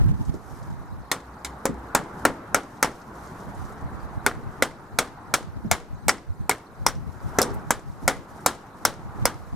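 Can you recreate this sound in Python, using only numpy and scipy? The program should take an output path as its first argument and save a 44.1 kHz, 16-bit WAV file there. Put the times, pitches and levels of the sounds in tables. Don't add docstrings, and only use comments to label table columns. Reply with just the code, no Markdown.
import sys
import numpy as np
from scipy import signal
from scipy.io import wavfile
from scipy.ndimage import uniform_filter1d

SR = 44100
rng = np.random.default_rng(int(sys.argv[2]) if len(sys.argv) > 2 else 0)


def bounce(signal):
    frames = np.transpose(np.atleast_2d(signal))
    limited = np.clip(frames, -1, 1)
    pcm = np.round(limited * 32767).astype(np.int16)
    wavfile.write(sys.argv[1], SR, pcm)


N = 421155


def gain_of(db):
    return 10 ** (np.asarray(db) / 20)


def evened(x):
    return x / np.sqrt(np.mean(x ** 2) + 1e-20)


def read(points, hz, axis=1):
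    table = np.array(points, float)
    return np.interp(np.log(hz + 1), np.log(table[:, 0] + 1), table[:, axis])


def along(curve, axis=1):
    table = np.array(curve, float)
    return np.interp(np.arange(N) / SR, table[:, 0], table[:, axis])


def add(mix, start_s, sound):
    part = mix[:, round(start_s * SR):][:, :sound.shape[1]]
    part += sound[:, :part.shape[1]]


def panned(x, pan_db):
    return x * gain_of([[pan_db / 2], [-pan_db / 2]])


def filtered(x, band_hz, kind):
    return signal.sosfilt(signal.butter(2, band_hz, kind, fs=SR, output="sos"), x, axis=-1)


def hiss(spectrum, likeness, size, patchy_db):
    hz = np.fft.rfftfreq(size, 1 / SR)
    frames = 4 * N // size + 5
    a, b, c, d, patches = rng.standard_normal((frames, len(hz), 5)).T
    patches = uniform_filter1d(patches, size=8, axis=0)
    patches = evened(uniform_filter1d(patches, size=5, axis=1))
    same = np.clip(likeness(hz), -1, 1)[:, None]
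    left, other = a + 1j * b, c + 1j * d
    bands = np.array([left, same * left + np.sqrt(1 - same ** 2) * other])
    bands *= gain_of(read(spectrum, hz)[:, None] + patchy_db * patches)
    return evened(signal.istft(bands, nperseg=size, noverlap=3 * size // 4)[1][:, :N])


def puffs(events, t60_s, octaves, rise_s, apart):
    out, t = np.zeros((2, N)), np.arange(SR // 6) / SR
    for start_s, db, hz in events:
        noise = rng.standard_normal((3, len(t)))
        band_hz = [hz / 2 ** octaves, min(hz * 2 ** octaves, .45 * SR)]
        burst = evened(filtered(noise[0] + apart * noise[1:], band_hz, "band"))
        envelope = gain_of(db - 60 * t / t60_s) * (1 - np.exp(-t / rise_s))
        add(out, start_s, envelope * burst)
    return out


# time in seconds, rms level in dB.
TRAFFIC_LEVEL = [(0.0, -38), (0.98, -46), (1.55, -42), (2.13, -37), (2.47, -36), (2.85, -42), (3.3, -39.5),
                 (4.2, -40), (4.52, -39), (4.95, -43.5), (5.3, -41.5), (5.6, -45.5), (6.3, -47),
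                 (7.21, -43.5), (7.47, -32), (7.8, -45), (8.4, -41.5), (8.8, -44), (9.2, -39.5),
                 (9.55, -44)]
# frequency in Hz, relative level in dB per Hz.
TRAFFIC_SPECTRUM = [(24, -40), (40, -12), (140, -5), (275, -8), (445, -12), (550, -14.5), (824, -8.5),
                    (1120, -10.5), (1400, -13), (1900, -22.5), (2720, -36), (4000, -40), (5200, -63),
                    (8800, -120)]
# frequency in Hz, left-right likeness from -1 to 1.
TRAFFIC_LIKENESS = [(60, 0.8), (180, 1), (550, 0.9), (1650, 0.47), (4970, -0.17), (15000, -0.47)]


def traffic():
    drone = hiss(TRAFFIC_SPECTRUM, lambda hz: read(TRAFFIC_LIKENESS, hz), size=1024, patchy_db=1.5)
    return gain_of(along(TRAFFIC_LEVEL)) * drone


# peak time in seconds, frequency in Hz, rms level at the peak in dB.
HUM_SWELLS = [(1.04, 62.8, -48), (1.3, 63.2, -45.5), (1.51, 64.6, -42.5), (1.769, 62.8, -39),
              (2.2, 64, -45), (3.2, 60.3, -48), (3.5, 62, -47), (3.851, 73.1, -42), (4.05, 62, -47)]
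HUM_HALF_WIDTH_S = 0.082


def engine():
    out, t = np.zeros((2, N)), np.arange(SR // 2) / SR
    middle_s = t[-1] / 2
    swell = np.exp(-((t - middle_s) / HUM_HALF_WIDTH_S) ** 2)
    for peak_s, hz, db in HUM_SWELLS:
        tone = np.sqrt(2) * np.sin(2 * np.pi * (hz * t + rng.random()))
        add(out, peak_s - middle_s, (gain_of(db) * swell * tone)[None])
    return out


# time in seconds, level before lumps in dB, left-right difference in dB.
WIND_LEVEL = [(0.0, -20, 0.5), (0.3, -28.5, -4), (0.42, -42.5, -7.5), (1.03, -35, 2), (1.12, -71.5, -6),
              (3.4, -64.5, 1), (3.52, -37, -7), (4.15, -43, -7), (4.7, -47.5, 7), (5.15, -50, 6),
              (5.6, -34, 5), (6.1, -53, 11), (6.65, -62, -9.5), (6.85, -36.5, 8.5), (8.1, -40.5, 0.5),
              (8.55, -61, 7), (9.2, -33.5, -3), (9.55, -36.5, 0.5)]
# peak time in seconds, peak level in dB, left-right difference in dB.
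GUST_PEAKS = [(0.062, -9, -5.5), (0.214, -20, -5), (0.534, -33, -9), (0.713, -33, 5), (0.798, -32, -13),
              (0.933, -27, -5), (1.008, -35, 7.5), (2.55, -37, -9), (3.851, -25, -4.5), (4.036, -34, -9),
              (4.176, -25, -4.5), (4.38, -25.5, -3), (4.475, -26, 5), (4.943, -32, 3), (5.488, -30, -11),
              (5.657, -28.5, -15), (5.933, -25.5, 3), (6.071, -22.5, 6), (6.308, -26, -3.5),
              (6.413, -23, -2), (6.824, -25.5, 1.5), (6.974, -20.5, 0), (7.089, -39, 8), (7.263, -22.5, 4),
              (7.569, -18.5, 1.5), (7.678, -28.5, -4), (7.897, -25, 2), (8.06, -24.5, -4),
              (9.249, -30.5, -6.5), (9.478, -32, -4)]
# frequency in Hz, relative level in dB per Hz.
WIND_SPECTRUM = [(15, -30), (30, -2.5), (60, 5), (120, 2.5), (200, -5.5), (320, -18), (600, -57)]
# frequency in Hz, left-right likeness from -1 to 1.
WIND_LIKENESS = [(30, -.9), (100, -.8), (250, -.65)]
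GUST_DB_PER_S, LUMPS_DB = 453, 5


def wind():
    sides, t = np.array([[.5], [-.5]]), np.arange(N) / SR
    lumps = evened(uniform_filter1d(rng.standard_normal(N), size=1800))
    level = gain_of(along(WIND_LEVEL) + sides * along(WIND_LEVEL, axis=2) + LUMPS_DB * lumps)
    for peak_s, db, pan_db in GUST_PEAKS:
        at = np.clip(round(peak_s * SR) + np.arange(-SR // 10, SR // 10), 0, N - 1)
        gust = gain_of(db + sides * pan_db - GUST_DB_PER_S * abs(t[at] - peak_s))
        level[:, at] = np.maximum(level[:, at], gust)
    return level * hiss(WIND_SPECTRUM, lambda hz: read(WIND_LIKENESS, hz), size=2048, patchy_db=2.1)


# time in seconds, level before flicker in dB.
RUSTLE_LEVEL = [(0.0, -96), (0.18, -55), (0.56, -61), (0.98, -80.5), (2.23, -60.5), (2.95, -62),
                (3.32, -61), (3.64, -60), (3.8, -67), (4.52, -66), (5.5, -77.5), (6.44, -79), (7.42, -58.5),
                (7.85, -69), (8.3, -63.5), (8.85, -67), (9.34, -62.5), (9.55, -64.5)]
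# frequency in Hz, relative level in dB per Hz.
CLOTH_SPECTRUM = [(1500, -23.5), (3000, -0.5), (4000, -1.5), (5800, 4), (8000, 0), (11000, -1.5),
                  (14000, -4.5), (15700, -32.5), (16000, -63.5)]


def rustle():
    flicker = evened(uniform_filter1d(rng.standard_normal(N), size=1500))
    cloth = hiss(CLOTH_SPECTRUM, lambda hz: 0.52 + 0 * hz, size=256, patchy_db=0.0)
    return gain_of(along(RUSTLE_LEVEL) + 2.7 * flicker) * cloth


# start in seconds, level in dB, centre frequency in Hz.
CLOTH_SCRATCHES = [(0.1979, -60, 7250), (0.2494, -42, 5820), (0.338, -41, 5760), (0.4728, -53, 8810),
                   (0.6265, -48.5, 5900), (0.6994, -53, 5710), (2.7686, -50, 4900), (3.0127, -45.5, 5080),
                   (3.27, -48, 5700), (3.401, -48, 5410), (3.545, -49, 7200), (3.6494, -48, 5760),
                   (3.72, -50, 7400), (3.775, -53, 5200), (3.808, -54, 6370), (7.4894, -43, 5190),
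                   (7.5379, -38.5, 10420), (7.916, -53, 5200), (8.4043, -51, 7550)]


def scratches():
    return puffs(CLOTH_SCRATCHES, t60_s=0.062, octaves=0.44, rise_s=0.0042, apart=.6)


# start in seconds, level in dB, centre frequency in Hz.
LOW_BUMPS = [(0.115, -23, 195), (0.193, -23.5, 194), (0.337, -26, 290), (0.659, -37, 134), (1.69, -19, 189),
             (1.99, -23.5, 200), (2.29, -26, 196), (5.645, -22, 174), (8.018, -32.5, 229)]


def bumps():
    return puffs(LOW_BUMPS, t60_s=0.15, octaves=0.48, rise_s=0.0015, apart=0.95)


# frequency in Hz, level in dB, t60 in seconds.
SHAKE_BANDS = [(187, -8, 0.9), (480, 8, 0.16), (1340, 5.5, 0.19), (2520, -4.5, 0.14), (2870, -7.5, 0.13),
               (5600, -6.5, 0.081), (10800, -15, 0.086), (16000, -27.5, 0.074)]
# frequency in Hz, level in dB, t60 in seconds.
YARD_BANDS = [(200, -30, 1), (613, -15.5, 0.74), (1530, -4, 0.12), (2560, -34.5, 1), (3100, -24.5, 0.36),
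              (5500, -28.5, 0.39), (10200, -28, 0.25), (16000, -41, 0.19)]


def scatter(t, frame_db, sheet_db):
    noise = rng.standard_normal((3, len(t)))
    hz, when_s, bands = signal.stft(noise, SR, nperseg=128, noverlap=96)

    def fading(table):
        return gain_of(read(table, hz)[:, None] - 60 * when_s / read(table, hz, axis=2)[:, None])

    lumps = gain_of(3 * evened(uniform_filter1d(rng.standard_normal(len(when_s)), size=4)))
    near = (bands[0] + 0.32 * bands[1:]) * fading(SHAKE_BANDS) * lumps
    far_rise = 1 - np.exp(-(when_s / 0.0083) ** 2)
    far = (bands[0] + 1.58 * bands[:0:-1]) * fading(YARD_BANDS) * far_rise
    level = gain_of(read([(2500, frame_db), (3100, sheet_db)], hz))[:, None]
    out = signal.istft((near + far) * level, SR, nperseg=128, noverlap=96)[1][:, :len(t)]
    return out * (1 - np.exp(-(t / 0.0036) ** 2))


def ring(modes, t, favoured_hz, lean_db, free, peak_s, first_db, first_s, loose):
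    hz, db, t60_s = np.array(modes).T[:, :, None]
    db = db + lean_db * np.exp(-(np.log(hz / favoured_hz) / 0.12) ** 2)
    weight, detune, slip = rng.standard_normal((len(modes), 3)).T[:, :, None]
    steps = rng.standard_normal((3, len(modes), len(t) // 16 + 1)) / np.sqrt(SR / 16)
    walk = np.cumsum(np.repeat(steps / 16, 16, axis=2)[..., :len(t)], axis=2)
    drift = loose * (walk[0] + 0.19 * walk[1:])
    phase = 2 * np.pi * hz * (1 + 0.0053 * detune) * (t - peak_s) + 0.87 * slip + drift
    waves = gain_of(db + 1.5 * weight - 60 * t / (free * t60_s)) * np.cos(phase)
    swell = np.sin(np.pi / 2 * np.clip(t / peak_s, 0, 1)) ** 2
    first_swing = 1 + gain_of(first_db) * np.exp(-abs(t - peak_s) / first_s)
    out = waves.sum(axis=1) * swell * first_swing
    return -out / abs(out).max()


# frequency in Hz, relative level in dB,
# t60 in seconds before the blow's freedom factor.
POST_MODES = [(804, 9, 0.018), (964, -1, 0.034), (1134, -14.5, 0.15), (1397, 3.5, 0.041), (1534, -6, 0.018)]
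POST_OVERTONES = [(1704, -3, 0.055), (2020, -8, 0.053), (2013, -6, 0.12), (2233, 1.5, 0.049),
                  (2435, -25.5, .035)]
BEAM_MODES = [(172, -23.5, 0.17), (231, -4.5, 0.27), (275.8, 0.5, 0.25), (330, -7.5, 0.55),
              (408, 0.5, 0.16), (487.3, -3, 0.15), (541, 3, 0.047)]


def timber(t, ring_db, over_db, thud_db, beam_hz, post_hz, over_hz, free):
    post = ring(POST_MODES, t, post_hz, 6.6, free, 0.00186, 0, 0.0058, loose=24.0)
    overtones = ring(POST_OVERTONES, t, over_hz, 5.2, free, 0.00185, 0, 0.007, loose=28)
    beam = ring(BEAM_MODES, t, beam_hz, 11.0, free, 0.0017, 0, 0.0028, loose=7.2)
    return gain_of(ring_db) * post + gain_of(over_db) * overtones + gain_of(thud_db) * beam


# frequency in Hz, relative level in dB, t60 in seconds before STEEL_FREE.
STEEL_MODES = [(3476, -10, 0.035), (3960, -8, 0.016), (4500, -6, 0.0067), (5180, -1, 0.018),
               (5720, -8.5, 0.05), (6320, -2, 0.016), (7150, -6, 0.042), (8040, -8, 0.049),
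               (9060, -7, 0.045)]
STEEL_FREE = 2.48


def steel(t, crack_db, steel_hz):
    return gain_of(crack_db) * ring(STEEL_MODES, t, steel_hz, 8.7, STEEL_FREE, 0.0018, 1.2, 0.0075, loose=41.4)


def tick(t, tick_db):
    late_s = np.maximum(t - .0009, 0)
    decay = gain_of(-60 * late_s / .01) + .3 * gain_of(-60 * late_s / .03)
    bite = (1 - np.exp(-late_s / .0003)) * decay
    grit = filtered(rng.standard_normal((3, len(t))), [6500, 13000], "band")
    return gain_of(tick_db) * bite / grit.std() * (grit[0] + .5 * grit[1:])


TIMBER_PAN_DB, STEEL_PAN_DB, TICK_PAN_DB = 0.84, -0.3, 4
GROUND_S, GROUND_DB = 0.011, -29.5
ECHO_S, ECHO_DB, ECHO_LOWPASS_HZ = .0875, -32.5, 7800


def blow(ring_db, over_db, thud_db, crack_db, tick_db, frame_db, sheet_db, beam_hz, post_hz, over_hz, steel_hz, free):
    t = np.arange(SR // 6) / SR
    wood = timber(t, ring_db, over_db, thud_db, beam_hz, post_hz, over_hz, free)
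    bright = panned(steel(t, crack_db, steel_hz), STEEL_PAN_DB) + panned(tick(t, tick_db), TICK_PAN_DB)
    direct = panned(wood, TIMBER_PAN_DB) + bright
    out = panned(scatter(np.arange(SR // 4) / SR, frame_db, sheet_db), TIMBER_PAN_DB)
    add(out, 0, direct)
    add(out, GROUND_S, gain_of(GROUND_DB) * bright)
    add(out, ECHO_S, gain_of(ECHO_DB) * filtered(direct, ECHO_LOWPASS_HZ, "low"))
    return out


# time in seconds, levels in dB of post ring, post overtones, deep thud, steel crack,
# fine tick, frame shake and sheeting shake, favoured frequencies in Hz of beam, post, post overtone and steel,
# freedom of the timber as a factor on its t60.
HAMMER_BLOWS = [(1.115, -17.5, -12.5, -22.5, -9.5, -19.5, -21, -16.5, 262, 770, 1700, 3680, 0.87),
                (1.447, -29, -26.5, -32, -19, -29.5, -34, -25, 283, 1300, 1640, 4170, 1.8),
                (1.654, -13, -25, -9.5, -14.5, -19.5, -25, -22, 570, 872, 2010, 6960, 2.5),
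                (1.949, -6.5, -17, -11, -11, -12.5, -12.5, -11.5, 585, 945, 1840, 7800, 1.3),
                (2.251, -3, -10, -9, -13, -13, -12, -12, 590, 1440, 1610, 3900, 1.35),
                (2.545, -2, -9.5, -10.5, -7, -12.5, -14, -11, 550, 1490, 1640, 6560, 1.5),
                (2.827, -5, -6.5, -11.5, -8.5, -12, -16, -10, 570, 1470, 1730, 6070, 1.7),
                (2.845, -11, -34, -19, -18, -38, -20, -22, 275, 974, 2160, 5000, 1),
                (4.263, -3.5, -14, -18, -11, -15, -15.5, -14.5, 434, 1400, 2300, 3350, 1.05),
                (4.623, -5, -6.5, -7.5, -8.5, -19.5, -17, -11.5, 543, 1430, 2150, 3680, 0.78),
                (4.987, -5, -9.5, -12, -8, -15.5, -16, -11, 510, 1380, 2200, 3780, 1.3),
                (5.339, -7, -12, -12.5, -6.5, -18.5, -18, -10, 560, 1330, 2410, 4440, 0.91),
                (5.713, -7, -13, -30.5, -8.5, -15, -16, -9.5, 483, 805, 2300, 6940, 1.9),
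                (6.082, -10, -14.5, -14, -8, -14.5, -18.5, -9.5, 570, 790, 2200, 7600, 2),
                (6.093, -5.5, -8, -33, -7.5, -21, -20.5, -21.5, 490, 1360, 2190, 5170, .86),
                (6.494, -6.5, -14.5, -19.5, -11.5, -13, -20, -13, 407, 886, 2090, 7750, 1.1),
                (6.511, -24, -12, -25, -29, -30, -28, -24, 275, 1440, 2240, 5170, 1),
                (6.864, -3, -14, -20, -6, -15.5, -17.5, -16, 583, 910, 2240, 5500, .7),
                (6.884, -30, -44, -49, -26, -26, -45, -21, 218, 950, 1860, 5500, 1.3),
                (7.386, -8.5, -12, -4.5, -9.5, -17, -11.5, -16, 410, 1110, 1660, 6200, 1.26),
                (7.416, -24, -46, -7, -7.5, -13, -36, -12, 476, 790, 1650, 5300, 1.26),
                (7.427, -23, -41, -24, -12, -24, -28, -27, 420, 790, 1650, 4100, 4.1),
                (7.706, -3.5, -12.5, -14.5, -12, -13.5, -18.5, -13.5, 660, 970, 2280, 7450, 0.68),
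                (8.078, -5.5, -9, -13.5, -10, -14, -15, -9, 524, 1130, 2200, 6700, 1.9),
                (8.461, -2.5, -13.5, -11, -8.5, -11, -14.5, -7.5, 505, 900, 2400, 7830, 0.71),
                (8.851, -3, -18, -11, -9, -10, -16.5, -9, 475, 920, 2240, 5500, 0.72),
                (9.254, -5.5, -11, -10.5, -9.5, -8.5, -15.5, -12, 516, 920, 1940, 5500, 0.94)]
CONTACT_S = .0004


def hammering():
    out = np.zeros((2, N))
    for blow_s, *strength in HAMMER_BLOWS:
        add(out, blow_s - CONTACT_S, blow(*strength))
    return out


def scene():
    return traffic() + engine() + wind() + rustle() + scratches() + bumps() + hammering()


# frequency in Hz, relative level in dB per Hz.
MIC_SPECTRUM = [(1500, -37), (2500, -3.5), (3100, -15), (3900, 4.5), (5000, 0.5), (15000, -7),
                (15600, -19.5), (15900, -61.5)]
MIC_NOISE_DB = -65
THRESHOLD_DB, DETECTOR_FALL_DB_PER_S, GAIN_LAG_S = -23, 37.5, 0.036
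CEILING, EDGE_HZ = .97, 16500


def record(dry):
    mic_noise = hiss(MIC_SPECTRUM, lambda hz: 0.2 + 0 * hz, size=512, patchy_db=3.8)
    wet = dry + gain_of(MIC_NOISE_DB) * mic_noise
    power = uniform_filter1d((wet ** 2).mean(axis=0), size=400)
    power_db = 10 * np.log10(abs(power) + 1e-12)
    fall_db = np.arange(N) * DETECTOR_FALL_DB_PER_S / SR
    held_db = np.maximum.accumulate(power_db + fall_db) - fall_db
    over_db = np.maximum(held_db - THRESHOLD_DB, 0)
    lag = np.exp(-1 / (GAIN_LAG_S * SR))
    cut_db = 0.45 * signal.lfilter([1 - lag], [1, -lag], over_db)
    wet = wet / gain_of(cut_db)
    rounded = wet / (1 + abs(wet / CEILING) ** 4) ** (1 / 4)
    lowpass = signal.firwin(511, EDGE_HZ, window=("kaiser", 10), fs=SR)
    return signal.oaconvolve(rounded, lowpass[None], "same", axes=1)


dry = scene()
out = record(dry)
bounce(out)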